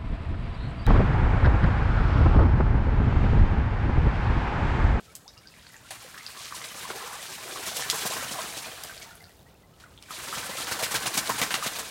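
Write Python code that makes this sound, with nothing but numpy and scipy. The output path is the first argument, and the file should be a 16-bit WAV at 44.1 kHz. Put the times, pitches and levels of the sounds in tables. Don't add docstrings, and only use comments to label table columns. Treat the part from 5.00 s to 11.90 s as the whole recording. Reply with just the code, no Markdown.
import sys
import numpy as np
from scipy import signal
from scipy.fft import rfft, irfft
from scipy.io import wavfile

SR = 44100
rng = np.random.default_rng(int(sys.argv[2]) if len(sys.argv) > 2 else 0)


def to_wav(sig):
    pcm = np.clip(np.atleast_2d(sig), -1, 1) * 32767
    pcm = np.round(pcm).astype(np.int16)
    wavfile.write(sys.argv[1], SR, pcm.T)


N = 304290
TIME = np.arange(N) / SR
STIR_REF_DB, GURGLE_DB = -40.5, -44.5

# start_s, thrown_water_db, plunge_db
WINGBEATS = [(2.654, -34.5, -47), (2.784, -36, -39), (2.927, -37, -36.5), (3.047, -37, -33.5),
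             (3.158, -37.5, -41), (3.306, -36, -38), (3.436, -43, -44), (3.566, -46.5, -39),
             (5.368, -39, -40.5), (5.489, -37.5, -38), (5.596, -38, -40), (5.709, -31.5, -36.5),
             (5.821, -28.5, -30.5), (5.939, -27.5, -34.5), (6.053, -30, -35), (6.168, -29, -28.5),
             (6.289, -29.5, -27), (6.411, -26, -27.5), (6.537, -31.5, -36.5), (6.657, -32.5, -31.5),
             (6.782, -32, -39)]


def amp(db):
    return 10 ** (np.asarray(db) / 20)


def unit_rms(x):
    return x / np.sqrt(np.mean(x ** 2) + 1e-20)


def add(mix, start_s, sound):
    part = mix[max(round(start_s * SR), 0):][:len(sound)]
    part += sound[:len(part)]


def bandpass(hz, width):
    return signal.butter(2, [hz / width, min(hz * width, SR * .45)], "band", fs=SR, output="sos")


def colour(x, spectrum, size=4096):
    hz = abs(np.fft.fftfreq(size, 1 / SR)) + 1
    points_hz, points_db = np.transpose(spectrum)
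    log_gain = np.log(amp(np.interp(np.log(hz), np.log(points_hz), points_db)))
    kernel = np.fft.ifft(np.exp(np.conj(signal.hilbert(log_gain)))).real[:size // 2]
    return signal.oaconvolve(x, kernel / np.linalg.norm(kernel))[:len(x)]


def wander(hz):
    rolloff = 1 + (np.fft.rfftfreq(N, 1 / SR) / hz) ** 4
    drift = unit_rms(irfft(rfft(rng.standard_normal(N)) / rolloff, N))
    return unit_rms(np.tanh(drift))


def clicks(per_s, spread_db):
    size = amp(spread_db * np.minimum(rng.exponential(1, N), 3.5))
    return unit_rms(size) * rng.choice([-1, 1], N) * (rng.random(N) < per_s / SR) * np.sqrt(SR / per_s)


def bubble(hz, cycles, rise):
    age = np.arange(0, 6, hz / cycles / SR)
    turns = cycles * (age + rise * age ** 2 / 2)
    return np.sin(2 * np.pi * turns) * np.exp(-age) * (1 - np.exp(-2 * turns))


def swarm(per_s, centre_hz, octaves, cycles, spread_db):
    births, out = clicks(per_s, spread_db), np.zeros(N)
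    pitch, damping, climb = rng.random((3, N))
    for i in np.flatnonzero(births):
        hz = min(centre_hz * 2 ** (octaves * np.arcsin(2 * pitch[i] - 1)), SR / 2)
        ring = bubble(hz, cycles * (.5 + damping[i]), 0.046 * climb[i])
        add(out, i / SR, births[i] * ring / np.linalg.norm(ring))
    return out


def impacts(rows, scatter_db, width, snap_s=.0013, scatter_s=.011):
    t, out = np.arange(SR // 12) / SR, np.zeros(N)
    for start_s, db, hz, contact_s in rows:
        envelopes = np.exp(-np.array([(t / (contact_s + 1 / hz)) ** 2, t / scatter_s]))
        bursts = rng.standard_normal(envelopes.shape) * envelopes
        crack, scatter = signal.sosfilt(bandpass(hz, width), bursts)
        snap = bubble(hz, cycles=1.6, rise=0)
        snap, crack, scatter = (x / abs(x).max() for x in (snap, crack, scatter))
        clean = np.exp(-(contact_s / snap_s) ** 2)
        add(out, start_s, amp(db) * clean * snap)
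        add(out, start_s, amp(db) * ((1 - clean) * crack + amp(scatter_db) * scatter))
    return out


def stirring(delay_s=0):
    # time_s, level_db
    stir = [(0.0, -56), (0.29, -62), (0.79, -54), (0.98, -50.5), (1.3, -46), (1.68, -42), (2.6, -41.5),
            (3.0, -35.5), (3.22, -35.5), (3.27, -38.5), (3.5, -40.5), (3.9, -45), (4.27, -62), (4.6, -66.5),
            (5.0, -60.5), (5.09, -49), (5.12, -43), (5.26, -38.5), (6.76, -39), (6.9, -44.5)]
    return np.interp(TIME - delay_s, *np.transpose(stir))


def gurgling(follow=0.99):
    return GURGLE_DB + follow * (stirring() - STIR_REF_DB)


def stroke_power(strokes, attack_s, decay_s):
    t, power = np.arange(SR // 2) / SR, np.zeros(N)
    shape = (1 - np.exp(-(t / attack_s) ** 2)) * np.exp(-t / decay_s)
    for start_s, db in strokes:
        add(power, start_s, (amp(db) * shape / shape.max()) ** 2)
    return power


def water_level(stir_db, stroke_db, attack_s, decay_s, upstroke_lead_s=.036, upstroke_db=-3):
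    # start_s, level_db
    dunks = [(.905, -39.5), (4.797, -53.5), (5.104, -43)]
    strokes = []
    for start_s, db, _ in WINGBEATS:
        strokes += [(start_s - upstroke_lead_s, db + upstroke_db), (start_s, db)]
    surges = stroke_power(strokes, attack_s, decay_s) + stroke_power(dunks, attack_s=.002, decay_s=.036)
    return np.sqrt(amp(stir_db) ** 2 + amp(stroke_db) ** 2 * surges)


def outdoors():
    # frequency_hz, gain_db
    spectrum = [(20, -13), (48, 2), (120, 1.5), (300, -7.5), (650, -9.5), (1400, -20.5), (4000, -47),
                (16000, -30)]
    # time_s, level_db
    levels = [(0, -57.5), (2, -61.5), (4.5, -56), (6.9, -56.5)]
    return amp(np.interp(TIME, *np.transpose(levels))) * colour(rng.standard_normal(N), spectrum)


def yard(x, echo_db, tail_db, t60_s=0.76):
    # delay_s, level_db
    echoes = [(.0045, -34), (0.01, -14)]
    t = np.arange(SR // 3) / SR
    tail = rng.standard_normal(len(t)) * amp(-60 * t / t60_s) * (1 - np.exp(-(t / 0.0011) ** 2))
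    response = amp(tail_db) * tail / np.linalg.norm(tail)
    response[0] += 1
    for delay_s, db in echoes:
        smear = rng.standard_normal(180) * np.hanning(180)
        add(response, delay_s, amp(db + echo_db) * smear / np.linalg.norm(smear))
    return signal.oaconvolve(x, response / np.linalg.norm(response))[:N]


def trickle(gain_db=-51, follow=0.78, lag_s=0.055):
    level = amp(gain_db + follow * (stirring(lag_s) - STIR_REF_DB))
    return level * swarm(per_s=85, centre_hz=1882, octaves=0.9, cycles=19.4, spread_db=5.0)


def drumming(flight_s=0.47, gain_db=-14):
    # frequency_hz, gain_db
    boards = [(200, -32), (450, 12), (560, 0), (680, 17), (830, 3.5), (1000, -8), (2500, -6)]
    return amp(stirring(flight_s) + gain_db) * colour(clicks(per_s=400, spread_db=3.5), boards)


def drips(decay_s=.011, rise=.018):
    # start_s, level_db, pitch_hz
    ringing_drips = [(0.283, -45.5, 3730), (.372, -48, 2770), (.455, -48, 1530), (.517, -52, 2620),
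                     (1.386, -37.5, 1110), (4.015, -39, 2220), (4.109, -40, 1414), (4.152, -49.5, 1500),
                     (4.206, -45.5, 2050), (4.254, -51, 1420), (4.305, -52, 1910), (4.465, -52, 1890)]
    out = np.zeros(N)
    for start_s, db, hz in ringing_drips:
        add(out, start_s, amp(db) * bubble(hz, decay_s * hz, rise))
    return out


def plinks(tick_db=2, spatter_db=-22, spatter_decay_s=0.021):
    # start_s, level_db, pitch_hz
    drops = [(.2795, -27.5, 5270), (.378, -34.5, 5000), (.473, -31, 4670), (.540, -39, 2090),
             (.596, -46, 3000), (.669, -35, 4280), (.722, -40, 12500), (.766, -34, 7000),
             (0.907, -22.5, 9300), (1.265, -19, 4600), (3.978, -29, 4540), (4.154, -32, 10500),
             (4.2418, -33.5, 4500), (4.977, -35, 3360)]
    t, out = np.arange(SR // 10) / SR, np.zeros(N)
    for start_s, db, hz in drops:
        spatter = unit_rms(signal.sosfilt(bandpass(hz, width=1.12), rng.standard_normal(len(t))))
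        add(out, start_s, amp(db + tick_db) * bubble(hz, cycles=3, rise=0.026))
        add(out, start_s, amp(db + spatter_db) * spatter * np.exp(-t / spatter_decay_s))
    return out


def glugs():
    # start_s, level_db, starting_pitch_hz
    hollows = [(.256, -47, 694)]
    out = np.zeros(N)
    for start_s, db, hz in hollows:
        add(out, start_s, amp(db) * bubble(hz, cycles=15, rise=0.53))
    return out


def plops(gain_db=-1, rise=0.028, followers=4, follower_db=-10, max_lag_s=0.027, octaves=0.313):
    # start_s, level_db, pitch_hz
    large_bubbles = [(0.743, -35, 1850), (0.907, -30, 740), (1.047, -36, 507), (1.144, -33.5, 1620),
                     (1.177, -29.5, 1770), (1.523, -23.5, 1130), (1.853, -23, 1063), (2.56, -25, 1090),
                     (2.824, -20.5, 1730), (3.123, -23.5, 1030), (3.183, -27, 1470), (3.389, -22, 1036),
                     (3.896, -29.5, 1510), (4.839, -36, 1400), (5.107, -26, 1230), (5.327, -20.5, 1245),
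                     (6.296, -14.5, 1004), (6.625, -18.5, 1170)]
    out = np.zeros(N)
    for (start_s, db, hz), draws in zip(large_bubbles, rng.random((len(large_bubbles), followers, 2))):
        cycles = 4.6 * np.sqrt(hz / 1000)
        add(out, start_s, amp(db + gain_db) * bubble(hz, cycles, rise))
        for lag, pitch in draws:
            follower = bubble(hz * 2 ** (octaves * (3 * pitch - 1)), cycles, rise)
            add(out, start_s + max_lag_s * lag, amp(db + gain_db + follower_db) * follower)
    return out


def gurgles(bubbles_per_s=260, octaves=0.64):
    # start_s, length_s, level_db, pitch_hz
    pockets = [(1.925, 0.048, -43, 598), (1.995, .17, -43.5, 1206), (2.447, .16, -45.5, 521),
               (2.933, 0.048, -42.5, 1116), (3.046, 0.033, -43, 974), (3.116, 0.025, -45, 840),
               (3.35, 0.045, -39, 793), (5.791, .027, -34.5, 787)]
    out = np.zeros(N)
    for (start_s, length_s, db, hz), draws in zip(pockets, rng.random((len(pockets), 128, 3))):
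        run = np.zeros(round(length_s * SR) + SR // 10)
        count = max(round(length_s * bubbles_per_s), 2)
        for k, (lag, pitch, strength) in enumerate(draws[:count]):
            ring = bubble(hz * 2 ** (octaves * (2 * pitch - 1)), cycles=4.2, rise=0.037)
            add(run, length_s * (k + lag) / count, (.5 + strength) * ring)
        add(out, start_s, amp(db) * run / np.linalg.norm(run) * np.sqrt(length_s * SR))
    return out


def gulps(gain_db=-10, follow=1.75):
    level = amp(GURGLE_DB + gain_db + follow * (gurgling() - GURGLE_DB))
    return level * swarm(per_s=55, centre_hz=483.5, octaves=0.432, cycles=3.9, spread_db=3.0)


def churn(bubbles_db=-1, flutter_db=5.0):
    # frequency_hz, gain_db
    spectrum = [(40, -13), (130, 1.5), (280, 0), (500, -9), (1100, 3.5), (1800, 2.5), (3000, -15.5),
                (8000, -14)]
    level = water_level(gurgling(), stroke_db=-3.0, attack_s=0.0066, decay_s=0.032)
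    bubbles_per_s = 60 + 500 * level / amp(-49.5)
    bubbles = swarm(bubbles_per_s, centre_hz=1148.0, octaves=0.95, cycles=6.7, spread_db=6.5)
    slosh = colour(rng.standard_normal(N), spectrum) * amp(flutter_db * wander(hz=48))
    return unit_rms(slosh + amp(bubbles_db) * bubbles) * level


def droplets(per_band_per_s, clump_db=2.0, clump_hz=38, bands=6):
    edges_hz, out = np.geomspace(1200, 18000, bands + 1), np.zeros(N)
    for band_hz in zip(edges_hz, edges_hz[1:]):
        ticks = clicks(per_band_per_s, spread_db=1.5) * unit_rms(amp(clump_db * wander(clump_hz)))
        out += signal.sosfilt(signal.butter(2, band_hz, "band", fs=SR, output="sos"), ticks)
    return out


def spray(mist_db=-4, flutter_db=1.63):
    # frequency_hz, gain_db
    spectrum = [(300, -10), (1200, -10.5), (2300, -0.5), (3800, 0.5), (5500, -2), (8500, -3), (11500, -7.5),
                (16000, -15)]
    level = water_level(stirring(), stroke_db=1.0, attack_s=0.029, decay_s=0.0095)
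    drops = droplets(per_band_per_s=500 + 450 * level / amp(-43.5))
    fizz = colour(drops + amp(mist_db) * rng.standard_normal(N), spectrum)
    return unit_rms(fizz) * level * amp(flutter_db * wander(hz=15.7))


def settle(fizz, corner_hz=5700, fade_db_per_db=0.24):
    dull = signal.sosfilt(signal.butter(1, corner_hz, fs=SR, output="sos"), fizz)
    return dull + (fizz - dull) * amp(fade_db_per_db * np.minimum(stirring() - STIR_REF_DB, 0))


def spatters():
    # start_s, swell_s, level_db, centre_hz
    gouts = [(1.175, 0.0074, -42, 3390), (1.408, 0.045, -44, 3440), (1.545, 0.013, -37.5, 5270),
             (1.638, 0.0062, -40, 2980), (1.785, 0.0082, -43, 7000), (2.22, 0.011, -42.5, 5060),
             (2.655, 0.028, -36.5, 4500), (2.797, .02, -33.5, 4000), (2.934, 0.018, -36, 7000),
             (3.054, 0.015, -29.5, 6460), (3.304, 0.024, -36, 5400), (3.563, 0.019, -36, 5100),
             (4.008, 0.02, -44, 3800)]
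    drops, out = clicks(per_s=1400, spread_db=1.5), np.zeros(N)
    for start_s, swell_s, db, hz in gouts:
        landing = drops[round(start_s * SR):][:SR // 10]
        crackle = unit_rms(signal.sosfilt(bandpass(hz, width=1.87), landing))
        age = np.arange(len(crackle)) / SR / swell_s
        add(out, start_s, amp(db) * crackle * age * np.exp((1 - age ** 2) / 2))
    return out


def plunges(gain_db=1):
    # frequency_hz, gain_db
    spectrum = [(40, -17), (90, -3.5), (160, 4.5), (360, 5), (650, 3.5), (1300, 0.5), (4000, -69)]
    # start_s, plunge_db
    lunges = [(1.897, -33.5)]
    pushes = [(start_s, db) for start_s, _, db in WINGBEATS] + list(lunges)
    power = stroke_power(pushes, attack_s=0.01, decay_s=0.0045)
    return amp(gain_db) * colour(rng.standard_normal(N) * np.sqrt(power), spectrum)


def smacks():
    # start_s, level_db, centre_hz, contact_s
    flat_hits = [(.153, -21.5, 7050, 0.00049), (.666, -38, 1490, .0022), (1.616, -25, 1680, 0.0016),
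                 (1.901, -21.5, 1010, 0.002), (2.768, -12.5, 7000, 0.00086), (2.900, -3, 4800, 0.001),
                 (3.836, -21.5, 7100, .003), (5.025, -32.5, 4000, 0.0018), (5.670, -22, 2950, 0.0024),
                 (6.061, -20, 2190, 0.0025), (6.176, -9.5, 5040, 0.0029), (6.416, -11.5, 2440, 0.0041),
                 (6.507, -11.5, 1580, 0.0011), (6.541, -15, 1800, 0.0042), (6.664, -17.5, 1460, 0.0017)]
    return impacts(flat_hits, scatter_db=-9, width=1.97)


def slaps(full_beat_db=-27, slap_db=-15, follow=1.85, lag_s=.004, crack_hz=1920, contact_s=0.0027):
    rows = [(start_s + lag_s, slap_db + follow * (thrown_db - full_beat_db), crack_hz, contact_s)
            for start_s, thrown_db, _ in WINGBEATS]
    return impacts(rows, scatter_db=-20, width=16.0)


def scene():
    hits = slaps() + smacks() + plinks() + plops() + glugs() + drips()
    wash = plunges() + settle(spray()) + spatters() + churn() + gulps() + gurgles()
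    wash = wash + drumming() + trickle()
    return (yard(hits, echo_db=6, tail_db=-11) + yard(wash, echo_db=-4.0, tail_db=-10) + outdoors())[None]


def record(dry, low_cut_hz=41, high_cut_hz=15950):
    thinned = signal.sosfilt(signal.butter(4, low_cut_hz, "high", fs=SR, output="sos"), dry)
    lowpass = signal.firwin(511, high_cut_hz, window=("kaiser", 9), fs=SR)
    return signal.oaconvolve(thinned, lowpass[None], "same")


dry = scene()
out = record(dry)
to_wav(out)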